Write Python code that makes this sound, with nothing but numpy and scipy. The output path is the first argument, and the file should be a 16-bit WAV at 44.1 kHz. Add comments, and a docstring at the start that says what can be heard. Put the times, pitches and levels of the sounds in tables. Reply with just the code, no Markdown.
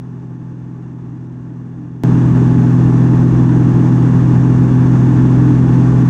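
"""First comes a quiet drone, which jumps to full volume with a small click after two seconds.
This is the closed cockpit of a small aerobatic plane in a gentle roll. A six-cylinder engine and a
four-blade propeller make the drone, turning about 42 times a second. Behind them the shaken cabin
booms and air rushes over the canopy. A limiter holds down the loudest peaks."""
import sys
import numpy as np
from scipy import signal
from scipy.fft import rfft, irfft, next_fast_len
from scipy.io import wavfile
from scipy.ndimage import uniform_filter1d, minimum_filter1d

SR = 44100
rng = np.random.default_rng(int(sys.argv[2]) if len(sys.argv) > 2 else 0)


def generate_wav(sig):
    """Save sig (samples, or channels by samples) to the path in sys.argv[1] as 16-bit PCM at SR."""
    pcm = np.round(np.clip(np.atleast_2d(sig).T, -1, 1) * 32767).astype(np.int16)
    wavfile.write(sys.argv[1], SR, pcm)


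N = 268569
TIME = np.arange(N) / SR
FIRINGS_PER_TURN, BLADES = 3, 4


def from_db(db):
    """Turn decibels into a number to multiply a sound by."""
    return 10 ** (np.asarray(db) / 20)


def drift(rate):
    """A smooth random wobble, about 1 in size, that changes about rate times a second."""
    step, warm_up = 100, 2000   # samples per slow step, steps thrown away
    memory = np.exp(-2 * np.pi * rate * step / SR)
    noise = rng.standard_normal(N // step + warm_up + 2)
    slow = signal.lfilter([1], [1, -2 * memory, memory ** 2], noise)[warm_up:]
    return np.interp(np.arange(N) / step, np.arange(len(slow)), slow / slow.std())


def tone(cycles, db):
    """A pure tone with an average (rms) level of db, peaking at each whole cycle."""
    return np.sqrt(2) * from_db(db) * np.cos(2 * np.pi * cycles)


# Pitches at which the cabin and canopy ring. Each row: pitch in Hz, width in Hz, boost in dB.
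CABIN_RESONANCES = [(108, 26, 6.5), (299.7, 32.2, 9), (397.7, 22, 5.5), (666, 25, 3.5), (704, 17, 2),
                    (812, 22, 5.5), (883, 55, 3), (1150, 31, 1.5), (1760, 27, 1), (2770, 170, 3),
                    (3400, 130, 5.5), (3574, 130, 4), (5880, 220, 3.5), (6480, 300, 3)]
def cabin_noise(spectrum):
    """Noise shaped by a table, boosted where the cabin rings and silent above the table's last pitch."""
    size = next_fast_len(N)
    white = rfft(rng.standard_normal(size))
    hz = np.maximum(np.arange(len(white)) * SR / size, 1)
    points_hz, points_db = np.transpose(spectrum)
    db = np.interp(np.log(hz), np.log(points_hz), points_db, right=-np.inf)
    for centre, width, boost in CABIN_RESONANCES:
        db += boost / (1 + (2 * (hz - centre) / width) ** 2)
    return irfft(white * from_db(db), size)[:N] * np.sqrt(SR / 2)


# Airflow and engine clatter heard through the walls. 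Each row: pitch in Hz, level in dB per Hz.
AIR_SPECTRUM = [(200, -69.5), (480, -59), (640, -64), (1130, -62), (1270, -67), (1770, -67.5),
                (2020, -76.5), (2800, -81), (3200, -85.5), (4500, -89.5), (6400, -86.5), (8700, -95),
                (10300, -105.5), (12000, -121)]
def rushing_air(turns, surge, surge_db, chop, gust_db):
    """Rushing air and clatter, louder at speed and chopped a little by the engine's firings."""
    level = from_db(surge_db * surge + gust_db * drift(13))
    pulsing = 1 + chop * np.cos(2 * np.pi * FIRINGS_PER_TURN * turns)
    return level * pulsing * cabin_noise(AIR_SPECTRUM)


# The rumble of the plane's body. Each row: pitch in Hz, level in dB per Hz.
BOOM_SPECTRUM = [(12, -69), (35, -55), (70, -46), (140, -48.5), (180, -40), (225, -40.5), (265, -43),
                 (350, -48.5), (420, -55.5), (470, -67), (700, -85.5)]
def cabin_boom(turns, level_db, throb):
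    """The buffeted body of the plane booms, throbbing once per engine turn."""
    pulsing = 1 + throb * np.cos(2 * np.pi * turns)
    return from_db(level_db) * pulsing * cabin_noise(BOOM_SPECTRUM)


# Weaker engine and propeller tones. Each row: cycles per engine turn, level in dB.
# The ones ending in .5 come from unequal cylinders.
WEAK_TONES = [(1.5, -33), (2, -44), (2.5, -37), (3.5, -38.5), (4.5, -38), (5.0, -32), (5.5, -29),
              (6.5, -40.5), (7.0, -30), (7.5, -33), (8.0, -32), (8.5, -41), (9.0, -41), (9.5, -38.5),
              (10.0, -39.5), (10.5, -49.5), (11, -54), (12.0, -46.5), (15.0, -52), (16, -54), (17, -53.5),
              (19.0, -48), (20, -57), (20.5, -42.5), (23.0, -47.5), (25, -50.5), (26, -52.5), (27, -58.5),
              (27.5, -56.5)]
def overtones(turns, waver_db, wander_cycles):
    """Each weaker tone reaches the cabin by its own path and wavers on its own."""
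    out = np.zeros(N)
    for multiple, db in WEAK_TONES:
        shift = rng.random() + wander_cycles * drift(2)
        out += tone(multiple * turns + shift, db + waver_db * drift(1.8))
    return out


# Engine speed, sagging as the roll begins and rising as the nose drops.
# Each row: time in seconds, turns per second.
ENGINE_SPEED = [(0.0, 42.03), (2.0, 41.85), (3.9, 42.02), (4.9, 42.31), (5.6, 42.42), (6.09, 42.37)]
def crankshaft(cruise_speed, jitter_turns):
    """Count the engine's turns; uneven burning makes it run slightly ahead and behind."""
    speed = np.interp(TIME, *np.transpose(ENGINE_SPEED))
    turns = np.cumsum(speed) / SR + jitter_turns * drift(8)
    surge = speed - cruise_speed   # extra turns per second; each one adds surge_db to a sound
    return turns, surge


def propeller(turns, surge, level_db, surge_db, rough_db):
    """The blades hum loudest when their load slows the engine, and beat with the firings once a turn."""
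    return tone(BLADES * turns, level_db + surge_db * surge + rough_db * drift(6))


def exhaust(turns, surge, level_db, surge_db, rough_db):
    """The firings make the main note, stronger at speed; a tone an octave up sharpens each pulse."""
    firings = FIRINGS_PER_TURN * turns
    waver_db = rough_db * drift(14)
    firing_db = level_db + surge_db * surge
    octave_db = np.interp(TIME, [0, 2.16], [-22.5, -18.5])   # starts weak and fills out
    return tone(firings, firing_db + waver_db) + tone(2 * firings, octave_db + waver_db)


def scene():
    """Air, boom and drone all follow the turning engine and mix into one channel."""
    turns, surge = crankshaft(cruise_speed=42, jitter_turns=.002)
    drone = exhaust(turns, surge, level_db=-11, surge_db=2, rough_db=.26)
    drone += propeller(turns, surge, level_db=-15.5, surge_db=-5, rough_db=.2)
    drone += overtones(turns, waver_db=1.84, wander_cycles=.07)
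    boom = cabin_boom(turns, level_db=-.66, throb=.2)
    air = rushing_air(turns, surge, surge_db=1.7, chop=.05, gust_db=.41)
    return (from_db(-.01) * air + boom + drone)[None]


def limiter(x, ceiling, hold_s):
    """The volume dips smoothly around every peak that would pass the ceiling."""
    span = int(hold_s * SR)
    needed = ceiling / np.maximum(np.abs(x), ceiling)
    gain = minimum_filter1d(needed, 2 * span + 1)
    return x * uniform_filter1d(uniform_filter1d(gain, span), span)


def volume_jump(x, at_s, rise_s, quiet_db, click_db, click_s):
    """The volume starts low and is switched up at once, with a small click."""
    since = np.maximum(TIME - at_s, 0)
    gain = np.interp(since, [0, rise_s], [from_db(quiet_db), 1])
    click = from_db(click_db) * (since > 0) * np.exp(-since / click_s)
    return x * gain + click


def record(dry):
    """Hold down the peaks, switch the volume up and cut the highest treble."""
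    held = limiter(dry * from_db(-.03), ceiling=.9, hold_s=.008)
    out = volume_jump(held, at_s=2.0363, rise_s=.0008, quiet_db=-18, click_db=-11.5, click_s=.0004)
    treble_cut = signal.ellip(10, .1, 80, 15700, fs=SR, output="sos")   # steep, above 15700 Hz
    return signal.sosfilt(treble_cut, out)


dry = scene()
out = record(dry)
generate_wav(out)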